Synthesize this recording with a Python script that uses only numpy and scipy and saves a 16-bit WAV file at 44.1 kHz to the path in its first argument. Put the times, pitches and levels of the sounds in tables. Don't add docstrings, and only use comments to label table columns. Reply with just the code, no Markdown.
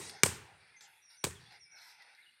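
import sys
import numpy as np
from scipy import signal
from scipy.fft import rfft, irfft, next_fast_len
from scipy.io import wavfile
from scipy.ndimage import uniform_filter1d, map_coordinates

SR = 44100
rng = np.random.default_rng(int(sys.argv[2]) if len(sys.argv) > 2 else 0)


def wrap_up_sound(samples):
    columns = np.atleast_2d(samples).T
    tamed = np.clip(columns, -1, 1)
    steps = np.round(tamed * 32767).astype(np.int16)
    wavfile.write(sys.argv[1], SR, steps)


def decibels_to_gain(level_db):
    exponent = np.asarray(level_db, float) / 20
    return 10 ** exponent


N = 105840


def unit(x):
    return x / np.sqrt(np.mean(x ** 2) + 1e-20)


def along(points, hz):
    f, v = np.transpose(points)
    return np.interp(np.log(hz + 1), np.log(f + 1), v)


def wobble(rate):
    knots = rng.standard_normal(int(N * rate / SR) + 4)
    return map_coordinates(knots, [np.arange(N) * rate / SR])


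def filtered(x, response):
    m = next_fast_len(len(x) + SR // 2)
    return irfft(rfft(x, m) * response(np.fft.rfftfreq(m, 1 / SR)), m)[:len(x)]


def click(at):
    return 1. * (np.arange(SR) == at)


def coloured(size, gain_db):
    return unit(filtered(rng.standard_normal(size), lambda hz: decibels_to_gain(gain_db(hz))))


def add(track, s, sound):
    i = round(s * SR)
    part = track[max(i, 0):][:len(sound) + min(i, 0)]
    part += sound[max(-i, 0):][:len(part)]


def patchy(x, depth_db):
    z = signal.stft(x, nperseg=512)[2]
    field = uniform_filter1d(rng.standard_normal(z.shape), size=2, axis=0)
    field = uniform_filter1d(field, size=20, axis=1)
    return signal.istft(z * decibels_to_gain(depth_db * unit(field)), nperseg=512)[1][:len(x)]


def knock(modes):
    def ring(f):
        total = 0
        for k, (c, w, db) in enumerate(modes):
            total = total + (-1) ** k * decibels_to_gain(db) * 1j * f * w / (c * c - f * f + 1j * f * w)
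        return total
    return -filtered(click(0), ring)


# f/Hz, time to fall 60 dB t/s
WOOD_T60 = [(100, 0.47), (300, 0.55), (1000, 0.58), (3000, 0.57), (8000, 0.24), (14000, 0.3)]
# f/Hz, level/dB
WOOD_TONE = [(80, 13.5), (300, -11), (1500, -3.5), (4000, -7.5), (8500, 6), (14000, -1.5)]
WOOD_RISE_S = 0.013
LATE_DB, LATE_LONGER, LATE_BASS_DB, LATE_BASS_HZ = -31, 3.4, 8.5, 180


def wood(x):
    hz, t, z = signal.stft(rng.standard_normal(len(x)), SR, nperseg=256)
    fall_db = -60 * t / along(WOOD_T60, hz)[:, None]
    late_db = LATE_DB + LATE_BASS_DB / (1 + (hz[:, None] / LATE_BASS_HZ) ** 4)
    near_and_far = decibels_to_gain(fall_db) + decibels_to_gain(late_db + fall_db / LATE_LONGER)
    z = z * decibels_to_gain(along(WOOD_TONE, hz))[:, None] * near_and_far
    tail = signal.istft(z, SR, nperseg=256)[1][:len(x)]
    tail = tail * (1 - np.exp(-(np.arange(len(tail)) / SR / WOOD_RISE_S) ** 2))
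    return signal.fftconvolve(x, tail / np.linalg.norm(tail))[:len(x)]


# f/Hz, width/Hz, share lost
SOIL_DIPS = [(1120, 220, 0.6), (3040, 190, 0.71), (620, 92, 0.48)]


def soil(x):
    def dips(hz):
        gain = np.ones(len(hz))
        for centre, width, share in SOIL_DIPS:
            gain *= 1 - share * np.exp(-((hz - centre) / width) ** 2)
        return gain
    return filtered(x, dips)


# f/Hz, level/dB per Hz
RUSTLE = [(40, -19), (120, -11.5), (400, -15.5), (1200, -4.5), (2200, 3.5), (4500, -11.5), (6500, -26.5),
          (12500, -36.5)]
RUSTLE_DB, RUSTLE_TOP_HZ = -70.5, 12700
INSECT_HZ, INSECT_WIDTH_HZ, INSECT_DB = 9250, 800, -79


def air():
    far = coloured(N, lambda hz: along(RUSTLE, hz) - 25 * (hz > RUSTLE_TOP_HZ))
    hiss = coloured(N, lambda hz: np.maximum(-6 * ((hz - INSECT_HZ) / INSECT_WIDTH_HZ) ** 2, -60))
    rustle = decibels_to_gain(RUSTLE_DB + 0.78 * wobble(2.8)) * far
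    insects = decibels_to_gain(INSECT_DB + wobble(8)) * hiss
    return patchy(rustle + insects, 3)


# t/s, length/s, first f/Hz, last f/Hz, level/dB
BIRD_NOTES = [(.743, .052, 2090, 2050, -62), (.763, .048, 6280, 6200, -65), (.84, .04, 3450, 2600, -72),
              (1.018, .14, 5800, 5400, -66), (1.168, .072, 6050, 5450, -64), (1.08, .16, 9250, 9250, -72),
              (1.12, .08, 9700, 9680, -76), (1.308, .04, 1860, 1820, -64), (1.35, .045, 3600, 2950, -66),
              (1.45, .055, 3400, 3620, -67), (1.65, .14, 2330, 2200, -67), (1.596, .078, 5780, 5000, -61),
              (1.712, .072, 5950, 5050, -61), (2.0, .04, 2020, 1900, -63), (2.178, .045, 2080, 2200, -60),
              (2.225, .035, 4000, 3200, -68), (2.258, .044, 2880, 2820, -67),
              (2.238, .028, 1850, 1600, -68)]
BEND, FADE_DB, NOTE_EDGE = 1.2, -7, .45
QUAVER_HZ, QUAVER_DB, HUSK = 30, 2, .3
BIRD_WET_DB = -5


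def birds():
    out, quaver = np.zeros(N), wobble(120)
    for s, length, first_hz, last_hz, db in BIRD_NOTES:
        u = np.arange(round(length * SR)) / (length * SR)
        glide_hz = first_hz + (last_hz - first_hz) * u ** BEND
        hz = glide_hz + QUAVER_HZ * quaver[round(s * SR):][:len(u)]
        whistle = np.sin(2 * np.pi * np.cumsum(hz) / SR)
        add(out, s, decibels_to_gain(db + 7 + FADE_DB * u) * np.sin(np.pi * u) ** NOTE_EDGE * whistle)
    out *= decibels_to_gain(QUAVER_DB * wobble(70)) * (1 + HUSK * wobble(830))
    return out + decibels_to_gain(BIRD_WET_DB) * wood(out)


# f/Hz, level/dB per Hz
LITTER = [(200, -49.5), (450, -24), (870, -6.5), (1150, -14.5), (1500, -7), (2300, -8.5), (3000, -12.5),
          (4800, -7)]
OVER_TOP_DB, FABRIC_HZ, FABRIC_DB = -24, 11600, 6.5


def litter_db(hz, tilt_db, top_hz):
    swish_db = FABRIC_DB * np.exp(-((hz - FABRIC_HZ) / 900) ** 2)
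    swish_db = swish_db - 4 * np.maximum(hz - FABRIC_HZ, 0) / 1000
    above_top = 1 / (1 + (top_hz / (hz + 1)) ** 24)
    return along(LITTER, hz) + tilt_db * np.log2(hz / 2500 + 0.15) + (OVER_TOP_DB + swish_db) * above_top


# t/s, length/s, level/dB, brightness/dB an octave, top f/Hz
SCUFFS = [(0.0, .11, -50.5, -1, 10600), (0.102, .11, -57, -4, 6850), (0.397, 0.17, -65, -7.5, 5500),
          (0.576, 0.19, -66.5, -4.5, 5800), (0.805, 0.054, -60, 1, 8650), (0.809, .12, -68.5, -5.5, 6160),
          (0.861, 0.14, -68, 3.5, 3770), (1.095, 0.068, -65, 2.5, 5880), (1.383, 0.16, -66, -1, 6100),
          (1.496, 0.077, -59, -3.5, 6030), (1.69, 0.25, -65, -3, 2895), (1.75, 0.19, -59.5, 1, 6270),
          (1.8, 0.11, -67, -1, 14300), (1.969, 0.16, -63, -4, 6100), (2.13, 0.24, -71.5, 2, 5000)]
SCUFF_ATTACK, SCUFF_RELEASE, SCUFF_SPAN = 0.19, 1, 2.5
GRIT_SHARE, GRIT_PER_S = 0.32, 1300
# t/s, peak level/dB
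TWIGS = [
    (0.0954, -29),
    (0.8086, -38.5),
    (1.1006, -49),
    (1.1474, -49.5),
    (1.1608, -73.5),
    (1.5219, -43),
    (2.0219, -43),
    (2.149, -47),
    (2.2006, -62),
]
TWIG_DB, TWIG_T60_S, TWIG_TOP_HZ = -12, .04, 6000


def feet():
    out = np.zeros(N)
    for s, length, db, tilt_db, top_hz in SCUFFS:
        size = round(length * SR * SCUFF_SPAN)
        u = np.arange(size) / SR / length
        grit = (rng.random(size) < GRIT_PER_S / SR) * rng.standard_normal(size)
        drag = GRIT_SHARE * unit(grit) + (1 - GRIT_SHARE) * rng.standard_normal(size)
        drag = unit(filtered(drag, lambda hz: decibels_to_gain(litter_db(hz, tilt_db, top_hz))))
        release = np.exp(-(np.maximum(u - .6, 0) / SCUFF_RELEASE) ** 2 * 3)
        add(out, s, decibels_to_gain(db) * np.clip(u / SCUFF_ATTACK, 0, 1) * release * drag)
    out = patchy(out, 4) * decibels_to_gain(0.77 * wobble(25))
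    t = np.arange(SR // 10) / SR
    for s, db in TWIGS:
        tick = coloured(len(t), lambda hz: litter_db(hz, 1.7, TWIG_TOP_HZ))
        add(out, s, decibels_to_gain(db + TWIG_DB - 60 * t / TWIG_T60_S) * tick)
    return out


# f/Hz, width/Hz, level/dB
ARM = [(75, 30, 1.5), (118, 100, 3), (179, 81, 2.5)]
# t/s, level/dB
PUSHES = [
    (-.045, 11.5),
    (.234, 20.5),
    (1.2412, 14),
]
ARM_WET_DB = -13


def arms():
    out, thud = np.zeros(N), knock(ARM)
    for s, db in PUSHES:
        add(out, s, decibels_to_gain(db) * (thud + decibels_to_gain(ARM_WET_DB) * wood(thud)))
    return out


# t/s, crack level/dB, crack length/s, thump level/dB, cup ring level/dB
CONTACTS = [
    (-.045, -22.5, 0.0074, -13.5, -35),
    (0.2338, -8, 0.0012, -12.5, -31.5),
    (.2352, -18.5, 0.0051, -38.5, -10),
    (1.2392, -41, .0015, -35, -60),
    (1.2413, -24, 0.003, -25.5, -32.5),
    (1.2445, -34, 0.0093, -24.5, -36),
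    (1.2485, -29, 0.0037, -43.5, -46),
    (1.257, -38, 0.0015, -37.5, -69),
    (1.309, -45, 0.0012, -60, -67.5),
]
# f/Hz, level/dB per Hz
CRACK = [(400, -34.5), (900, -4.5), (2400, -5.5), (4500, -7), (6500, -7.5), (8400, -2.5), (10200, -13.5),
         (16000, -19.5)]
# f/Hz, width/Hz, level/dB
PAD = [(230, 60, -9.5), (411, 93, 0), (936, 380, -17.5)]
SNAP_DB, SNAP_S = -0.5, .00008
CUP_HZ, CUP_T60_S = 2320, 0.011
TRUNK_S, TRUNK_SPREAD_S, TRUNK_DB, TRUNK_THUMP_DB = .027, .004, -17.5, -6
WOOD_DB = -11.5


def punches():
    out, t = np.zeros(N), np.arange(SR) / SR
    pad = knock(PAD)
    even = filtered(click(60), lambda hz: decibels_to_gain(along(CRACK, hz)))
    v = t / SNAP_S
    dip = v * (2 - v) * np.exp(1 - v)
    for s, crack_db, length, thump_db, cup_db in CONTACTS:
        burst = np.exp(-(t / length) ** 1.4) * coloured(SR, lambda hz: along(CRACK, hz))
        cup = decibels_to_gain(cup_db - 60 * t / CUP_T60_S) * np.sin(2 * np.pi * CUP_HZ * t)
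        crack = decibels_to_gain(crack_db) * burst - decibels_to_gain(crack_db + SNAP_DB) * dip + cup
        thump = decibels_to_gain(thump_db + 34) * pad
        spread = even * np.linalg.norm(crack) / np.linalg.norm(even)
        smear = rng.standard_normal(SR) * np.exp(-.5 * ((t - TRUNK_S) / TRUNK_SPREAD_S) ** 2)
        back = decibels_to_gain(TRUNK_DB) * spread + decibels_to_gain(TRUNK_THUMP_DB) * thump
        echo = signal.fftconvolve(back, smear / np.linalg.norm(smear))[:SR]
        add(out, s, crack + thump + echo + decibels_to_gain(WOOD_DB) * wood(spread + thump))
    return out


def scene():
    return (soil(air() + feet()) + birds() + arms() + punches())[None]


def roll_off(x):
    return signal.sosfilt(signal.butter(12, 16370, fs=SR, output="sos"), x)


def record(dry):
    def microphone(hz):
        return (1j * hz / (50 + 1j * hz)) ** 4 / (1 + (hz / 16100) ** 60)
    return roll_off(filtered(dry[0], microphone)[None])


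dry = scene()
out = record(dry)
wrap_up_sound(out)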